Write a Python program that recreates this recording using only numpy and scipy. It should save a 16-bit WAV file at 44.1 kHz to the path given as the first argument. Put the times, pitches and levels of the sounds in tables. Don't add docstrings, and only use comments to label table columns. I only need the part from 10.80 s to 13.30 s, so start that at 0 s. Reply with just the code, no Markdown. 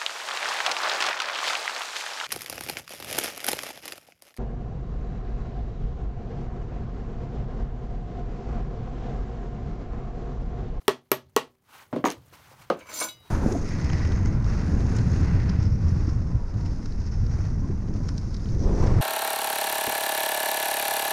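import sys
import numpy as np
from scipy import signal
from scipy.io import wavfile

SR = 44100
rng = np.random.default_rng(int(sys.argv[2]) if len(sys.argv) > 2 else 0)


def magnitude_from_level(level_db):
    exponent = np.asarray(level_db, float) / 20
    return 10 ** exponent


def dump_mix(stems):
    frames = np.atleast_2d(stems).T
    limited = np.clip(frames, -1, 1)
    pcm = np.round(limited * 32767).astype(np.int16)
    wavfile.write(sys.argv[1], SR, pcm)


N = 110250

# [f/Hz, t60/s]
ROOM_T60 = [(100, 0.23), (400, 0.21), (1500, 0.17), (5000, 0.19), (14000, 0.12)]
ROOM_DB, ROOM_DELAY_S = -8, 0.0068
CRACK_S = 0.0013
EDGES_HZ = 25 * 2 ** np.arange(0, 9.6, .5)
BANK = [signal.butter(2, pair, "band", fs=SR, output="sos") for pair in zip(EDGES_HZ, EDGES_HZ[1:])]


def rms_one(x):
    return x / np.sqrt(np.mean(x ** 2) + 1e-20)


def in_time(rows, outside=None):
    s, db = np.transpose(rows)
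    return magnitude_from_level(np.interp(np.arange(N) / SR, s, db, outside, outside))


def at_hz(points, hz):
    f, value = np.array(points)[:, 0], np.array(points)[:, 1]
    return np.interp(np.log(hz), np.log(f), value)


def samples(events):
    return (np.array(events)[:, 0] * SR).astype(int)


def drift(rate_hz):
    r = np.exp(-80 * np.pi * rate_hz / SR)
    slow = signal.lfilter([1], [1, -2 * r, r * r], rng.standard_normal(N // 40 + 2002))[2000:]
    return np.interp(np.arange(N) / 40, np.arange(len(slow)), rms_one(slow))


def ring(clicks, hz, t60_s):
    r, w = magnitude_from_level(-60 / (t60_s * SR)), 2 * np.pi * hz / SR
    return signal.lfilter([0, np.sin(w)], [1, -2 * r * np.cos(w), r * r], clicks + 1e-18)


def bands(size, first=0):
    white = rng.standard_normal((2, size))
    return [(np.sqrt(EDGES_HZ[k] * EDGES_HZ[k + 1]), signal.sosfilt(BANK[k], white[k % 2]))
            for k in range(first, len(BANK))]


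def hiss(spectrum, patchy_db, first=0):
    together = drift(49)
    return rms_one(sum(magnitude_from_level(at_hz(spectrum, hz) + patchy_db * (together + drift(49))) * b
                       for hz, b in bands(N, first)))


def knocks(events, modes, levels_db, tail_db):
    size, mode_sum_db, contact_hz = 9000, -5.5, 2780
    body_room_db, notch_hz = -8.5, 415
    crack_rise_s, knee_hz, bite_db, bite_hz, tail_tilt_db = .00015, 500, 5.5, 3050, -2
    out, t, at = np.zeros(N + size), np.arange(size) / SR, samples(events)
    for k, ((hz, t60), db) in enumerate(zip(modes, levels_db)):
        clicks = np.zeros(len(out))
        clicks[at] = magnitude_from_level(np.array(events)[:, 1] + db + mode_sum_db) * (-1) ** k
        out += ring(clicks, hz, min(t60, .03 + 30 / hz))
    out = signal.lfilter(*signal.butter(2, contact_hz, fs=SR), out)
    notched = signal.lfilter(*signal.iirnotch(notch_hz, 2, fs=SR), out[:N])
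    out[:N] += magnitude_from_level(body_room_db) * room(notched)

    crack = 2.06 * (1 - np.exp(-t / crack_rise_s)) * np.exp(-t / CRACK_S)
    onset = np.minimum(t / ROOM_DELAY_S, 1)
    for i, (_, db, crack_db, tilt_db) in zip(at, events):
        parts = []
        for hz, b in bands(size + 900, first=5):
            tilt = tilt_db * np.log2(max(hz, knee_hz) / 4000)
            bite = bite_db * np.exp(-np.log2(hz / bite_hz) ** 2)
            parts.append((hz, magnitude_from_level(tilt + bite) * b[900:]))
        rms = np.std(sum(b for _, b in parts))
        burst = 0
        for hz, b in parts:
            tail = magnitude_from_level(tail_db + tail_tilt_db * np.log2(hz / bite_hz) - 60 * t / at_hz(ROOM_T60, hz))
            burst = burst + b * (crack + tail * onset)
        out[i:i + size] += magnitude_from_level(db + crack_db) / rms / 2 * burst
    return out[:N]


def struck(events, modes, tail_db):
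    # [f/Hz, t60/s]
    wood_t60 = [(125, 0.1), (300, 0.066), (1000, 0.023), (2000, 0.017)]
    hz, db = np.transpose(modes)
    lean = np.log2(hz / 500)[:, None] * np.array(events)[:, 4]
    scatter = 1.5 * rng.standard_normal((len(events), len(hz))).T
    return knocks(np.array(events)[:, :4], zip(hz, at_hz(wood_t60, hz)), db[:, None] + lean + scatter, tail_db)


def taps():
    # [t/s, peak/dB, crack re peak/dB, crack tilt/(dB/octave)]
    tap_rows = [
        (0.0805, -3, -7, -3),
        (0.3163, -10, -1.5, -2),
        (0.5637, -11, 1, -2),
    ]
    # [f/Hz, t60/s, level/dB at spots 1, 2, 3]
    frame_modes = [(133, 0.42, -17.5, -7, -35), (143, 0.3, -31, -17.5, -16.5), (255, 0.21, -23, -19.5, -17),
                   (350, 0.19, -26.5, -22.5, -12), (382.3, 0.032, 2.5, 6.5, -7.5),
                   (431.5, 0.061, 1.5, -11, 8.5), (528, 0.13, -23, -24.5, -10.5), (632, 0.048, -10, -6, -9),
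                   (847, 0.031, -9.5, -6.5, 0), (1006, 0.025, -6.5, -4.5, 3),
                   (1106, 0.092, -13.5, -9.5, -1.5), (1284, 0.025, -12.5, -5.5, -3.5),
                   (187, 0.035, -20, -26, -35.5), (1237, 0.067, -16.5, -12, -10.5),
                   (1412, 0.042, -19.5, -12.5, -9.5), (1705, 0.06, -18.5, -11.5, -16.5),
                   (1916, 0.054, -14, -11.5, -5.5), (2390, 0.052, -26, -14.5, -16),
                   (2813, 0.012, -18, -8.5, 2), (3315, 0.024, -8, -6.5, -6)]
    slap_db = [-24, -3.5, -28]
    slap_hz, slap_width_hz, slap_tail_db = 12740, 680, -20.5
    wall_s, wall_db, wall_hz = .0125, -17, 7000
    hum_t60_s, hum_db = .45, -46
    m, t, at = np.array(frame_modes), np.arange(6000) / SR, samples(tap_rows)
    clicks, slap = np.zeros(N), np.zeros(N)
    clicks[at] = magnitude_from_level(hum_db)
    decay = np.exp(-t / CRACK_S) + magnitude_from_level(slap_tail_db - 60 * t / at_hz(ROOM_T60, slap_hz))
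    for i, db in zip(at, slap_db):
        slap[i:i + len(t)] = magnitude_from_level(db) * decay * rng.standard_normal(len(t))
    slap = signal.lfilter(*signal.iirpeak(slap_hz, slap_hz / slap_width_hz, fs=SR), slap)
    x = knocks(tap_rows, m[:, :2], m[:, 2:], tail_db=-12) + 2 * slap
    echo = np.roll(signal.lfilter(*signal.butter(1, wall_hz, fs=SR), x), int(wall_s * SR))
    hum = ring(clicks, 383, hum_t60_s) + ring(clicks, 243, hum_t60_s)
    return x + magnitude_from_level(wall_db) * echo + hum


def mallet_laid():
    # [t/s, peak/dB, crack/dB, crack tilt/(dB/octave), body tilt/(dB/octave)]
    bounces = [
        (1.1285, -19, -4.5, -11.5, -2),
        (1.1575, -28, -19, -2, -4.2),
        (1.1622, -13, -17, -8, 3.5),
        (1.176, -22, -29, -6, 1),
        (1.19, -36, -14, -20, -8),
    ]
    # [f/Hz, level/dB]
    board_modes = [(125, 4), (190, -5.5), (248, 0.5), (294, 2), (391, -0.5), (500, -4), (620, -8),
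                   (749, -22.5), (1062, -13)]
    return struck(bounces, board_modes, tail_db=-3)


def frame_landing():
    # [t/s, peak/dB, crack/dB, crack tilt/(dB/octave), body tilt/(dB/octave)]
    impacts = [
        (1.2416, -6.5, -3, -12.5, -4),
        (1.2515, -32, -8, 4, -4),
        (1.2565, -11.5, -8, -14.5, 5),
        (1.267, -35, 7, -3.5, 7),
        (1.274, -20, -12, -3, -3.5),
        (1.284, -34.5, 9, -5.5, 0.1),
        (1.297, -35, -14, -3, -2),
        (1.321, -36.5, 6, -1.5, -10),
    ]
    # [f/Hz, level/dB]
    edge_modes = [(245, -44), (296, -1), (340, -22), (411, -16), (630, -19), (750, -9.5), (969, 0.5),
                  (1171, -1), (1491, -12), (1927, -16)]
    return struck(impacts, edge_modes, tail_db=-9.5)


def corner_set_down():
    # [t/s, peak/dB, crack/dB, crack tilt/(dB/octave), body tilt/(dB/octave)]
    touches = [
        (1.5235, -49, -1.5, -19, -8),
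        (1.712, -47, -11, 0, -6.5),
        (1.901, -11, -4, -8.5, 0.2),
        (2.057, -50, -9.5, -9, 8),
        (2.2135, -28, -28, -5, 8.7),
    ]
    # [f/Hz, level/dB]
    corner_modes = [(150, -15.5), (255, -8.5), (340, -6), (481, 2), (550, 5), (594, -9.5), (640, -3.5),
                    (725, 0.3), (860, -7.5), (1082, -1), (1234, -1), (1567, -6)]
    return struck(touches, corner_modes, tail_db=-8.0)


def wedges():
    # [t/s, level/dB]
    chatter_rows = [(1.249, -49), (1.252, -28), (1.28, -40), (1.297, -44), (1.335, -52.5), (1.38, -74)]
    # [f/Hz, density/(dB/Hz)]
    chatter_colour = [(880, -35), (1500, 1), (4080, -11.5), (6690, -18), (8080, -17), (11000, -25),
                      (13800, -12.5), (16000, -26.5)]
    # [t/s, level/dB]
    tick_rows = [
        (1.3025, -22),
        (1.3135, -25),
    ]
    ring_hz, ring_t60_s, ring_db, still_s = 6605, .014, -21, 1.29
    chatter = in_time(chatter_rows, -120)
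    x = chatter * magnitude_from_level(1.9 * drift(240)) * hiss(chatter_colour, patchy_db=2.0, first=11)
    t, ticks = np.arange(400) / SR, np.zeros(N)
    for s, db in tick_rows:
        i = int(s * SR)
        ticks[i:i + 400] = magnitude_from_level(db) * rng.standard_normal(400) * np.exp(-t / .0015)
    ticks = signal.sosfilt(signal.butter(2, [1200, 8000], "band", fs=SR, output="sos"), ticks)
    shake = chatter * rng.standard_normal(N) * (np.arange(N) < still_s * SR)
    bright = magnitude_from_level(ring_db) * ring(x + ticks + shake, ring_hz, ring_t60_s)
    return x + bright + ticks + magnitude_from_level(ROOM_DB - 20.0) * room(ticks)


def noise_unity(t60_s):
    return np.sqrt(4 * np.log(1000) / (t60_s * SR))


def steel_square():
    # [t/s, level/dB]
    drag_rows = [(1.975, -81), (1.995, -57), (2.045, -59), (2.09, -46), (2.14, -34), (2.175, -25.5),
                 (2.205, -41), (2.228, -18), (2.243, -35.5), (2.27, -49), (2.3, -50), (2.36, -95)]
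    # [t/s, level/dB]
    pressure_rows = [(1.96, -84), (2.01, -39.5), (2.045, -66), (2.07, -50.5), (2.09, -49), (2.135, -40),
                     (2.18, -50.5), (2.205, -40), (2.218, -27.5), (2.232, -44.5), (2.245, -36), (2.29, -50),
                     (2.33, -92)]
    # [t/s, level/dB]
    snags = [(1.971, -69.5), (1.988, -57), (2.068, -58.5), (2.092, -50), (2.137, -38), (2.188, -34.5),
             (2.2, -30), (2.238, -35), (2.284, -43.5)]
    # [f/Hz, level/dB]
    steel_modes = [(4210, -4), (4624, -6), (4893, -5), (5421, -7), (5975, -2), (6029, -2), (6455, 0.5),
                   (7208, 3.5), (7564, -5.5), (8457, -8.5), (8742, -4), (9168, -11), (9884, -4.5),
                   (3397, -12), (10331, -6), (11041, -15), (11639, -11), (12915, -4), (13076, -14.5),
                 (13447, -7.5), (13954, -11.5), (14530, -18), (14971, -12.5), (15369, -8)]
    # [f/Hz, t60/s]
    steel_t60 = [(4000, 0.091), (14000, 0.14)]
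    # [f/Hz, width/Hz, level/dB]
    board_buzz = [(337, 26, -3), (558, 55, -2), (640, 28, 1.3), (1013, 55, 5.5), (1304, 55, -0.8),
                  (1470, 76, 4.5), (2250, 95, 3)]
    # [f/Hz, level/dB, t60/s]
    lift_modes = [(1200, -12, 1), (2083, -7, 0.5), (2584, -1, 0.26), (2950, 3, 0.45), (3408, 3, 0.25),
                  (3849, 8, 0.8), (3853.5, 11, 0.28), (4899, -3, 0.45)]
    # [f/Hz, density/(dB/Hz)]
    grit_colour = [(120, -44), (200, -1), (538, 3.5), (836, -13), (986, 7.5), (3690, -0.5), (5940, -11),
                   (7970, -19.5), (16000, -28)]
    grains_per_s, lift_s, lift_db, split_hz = 1200, 2.287, -53, 5200
    ring_db, grit_db, buzz_db, hiss_db = -18.5, -8.5, -7.5, 2

    hits = rng.random(N) < grains_per_s / SR
    force = magnitude_from_level(3 * rng.standard_normal(N) + 2.1 * drift(26))
    grains = rms_one(hits * force * rng.choice([-1, 1], N))
    drag, pressure = in_time(drag_rows, -120), in_time(pressure_rows, -120)
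    pluck, press = grains * drag, grains * pressure
    for s, db in snags:
        i = int(s * SR)
        pluck[i:i + 300] += 6 * magnitude_from_level(db) * rng.standard_normal(300) * np.hanning(400)[100:]

    modes = [(hz, db, at_hz(steel_t60, hz)) for hz, db in steel_modes]
    modes += [(hz, -19, 0.15) for hz in 4000 * 3.8 ** rng.random(16)]
    steel = sum(noise_unity(t60) * ring(magnitude_from_level(db + 3 * drift(25)) * pluck, hz, t60) for hz, db, t60 in modes)

    top_db = max(p[2] for p in board_buzz)
    buzz = 0
    for hz, width, db in board_buzz:
        t60 = 2.2 / width
        buzz = buzz + magnitude_from_level(db - top_db) * noise_unity(t60) * ring(press * magnitude_from_level(4 * drift(18)), hz, t60)

    lift = np.zeros(N)
    lift[int(lift_s * SR)] = magnitude_from_level(lift_db)
    free = sum(magnitude_from_level(db) * ring(lift, hz, t60) for hz, db, t60 in lift_modes)

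    rub = hiss(grit_colour, patchy_db=2.5, first=5)
    low, high = [signal.sosfilt(signal.butter(3, split_hz, side, fs=SR, output="sos"), rub)
                 for side in ("low", "high")]
    grit = pressure * low + magnitude_from_level(hiss_db) * drag * high
    x = magnitude_from_level(ring_db) * steel + magnitude_from_level(buzz_db) * buzz + magnitude_from_level(grit_db) * grit + free
    return x + magnitude_from_level(ROOM_DB) * room(x)


def thumps():
    # [t/s, level/dB]
    blows = [
        (0.081, -46),
        (0.316, -57),
        (0.564, -51),
        (1.243, -44),
        (1.902, -55),
    ]
    clicks = np.zeros(N)
    clicks[samples(blows)] = magnitude_from_level(np.array(blows)[:, 1])
    return ring(clicks, 38.3, 0.11)


def cloth():
    # [t/s, level/dB]
    spells = [
        [(.84, -77), (.9, -57.5), (.96, -50.5), (1.03, -53), (1.07, -66.5), (1.12, -99.5)],
        [(1.4, -77), (1.515, -64.5), (1.54, -51), (1.57, -57), (1.73, -56), (1.76, -62), (1.82, -52),
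         (1.87, -64), (1.95, -63)],
        [(2.36, -97), (2.43, -65), (2.5, -58.5)],
    ]
    # [f/Hz, density/(dB/Hz)]
    cloth_colour = [(120, -89), (200, -14), (305, -15.5), (456, -16.5), (647, 0.5), (696, -22), (851, -3),
                    (14900, -25), (16000, -15.5)]
    return sum(in_time(rows, -120) for rows in spells) * hiss(cloth_colour, patchy_db=-1.3, first=5)


def wipe():
    # [t/s, centre f/Hz, level/dB]
    wipe_rows = [
        (1.705, 400, -75),
        (1.725, 600, -60),
        (1.742, 900, -55),
        (1.76, 1400, -72),
    ]
    s, hz, db = np.transpose(wipe_rows)
    phase = 2 * np.pi * np.cumsum(np.interp(np.arange(N) / SR, s, hz)) / SR
    squeak = drift(190) * np.cos(phase) + drift(150) * np.sin(phase)
    return in_time(np.transpose([s, db]), -120) * squeak


def rumble():
    # [t/s, level/dB]
    rumble_rows = [(0, -68.5), (.3, -68), (.45, -60), (.8, -75.5), (1.1, -66.5), (1.4, -56), (1.65, -62),
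                   (1.85, -61), (2.3, -63.5), (2.5, -61.5)]
    hz = 105
    sos = signal.butter(2, [hz / 1.4, hz * 1.3], "band", fs=SR, output="sos")
    low = signal.sosfilt(sos, rng.standard_normal(N))
    return in_time(rumble_rows) * magnitude_from_level(0.83 * drift(22)) * rms_one(low)


def room(x):
    t = np.arange(SR // 2) / SR
    echo = sum(b * magnitude_from_level(-60 * t / at_hz(ROOM_T60, hz)) for hz, b in bands(len(t)))
    echo = echo * np.clip(t / ROOM_DELAY_S, 0, 1) ** 2
    return signal.fftconvolve(x, echo / np.sqrt(np.sum(echo ** 2)))[:N]


def room_tone():
    # [t/s, level/dB]
    air_rise = [(.07, 9), (.15, 1.4), (.85, 3), (1.1, 9.5), (1.5, 9.5)]
    # [f/Hz, density/(dB/Hz)]
    air_colour = [(25, -4.5), (45, -12), (120, -6.5), (250, -11), (600, -11.5), (2000, -20.5),
                  (8000, -27.5), (16000, -25.5)]
    return magnitude_from_level(-73.5) * in_time(air_rise) * hiss(air_colour, patchy_db=-2.6)


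def scene():
    near = taps() + mallet_laid() + frame_landing() + corner_set_down() + steel_square() + wedges()
    near = signal.sosfilt(signal.butter(2, 251, "high", fs=SR, output="sos"), near)
    return (near + thumps() + cloth() + wipe() + rumble() + room_tone())[None]


def roll_off(x):
    return signal.sosfilt(signal.butter(12, 17300, fs=SR, output="sos"), x)


def record(dry):
    presence_hz, width_hz, cutoff_hz = 15200, 560, 15950
    lifted = signal.lfilter(*signal.iirpeak(presence_hz, presence_hz / width_hz, fs=SR), dry)
    x = dry + 0.18 * lifted
    x = signal.sosfilt(signal.cheby2(8, 28, cutoff_hz * 1.02, fs=SR, output="sos"), x)
    return roll_off(x)


dry = scene()
out = record(dry)
dump_mix(out)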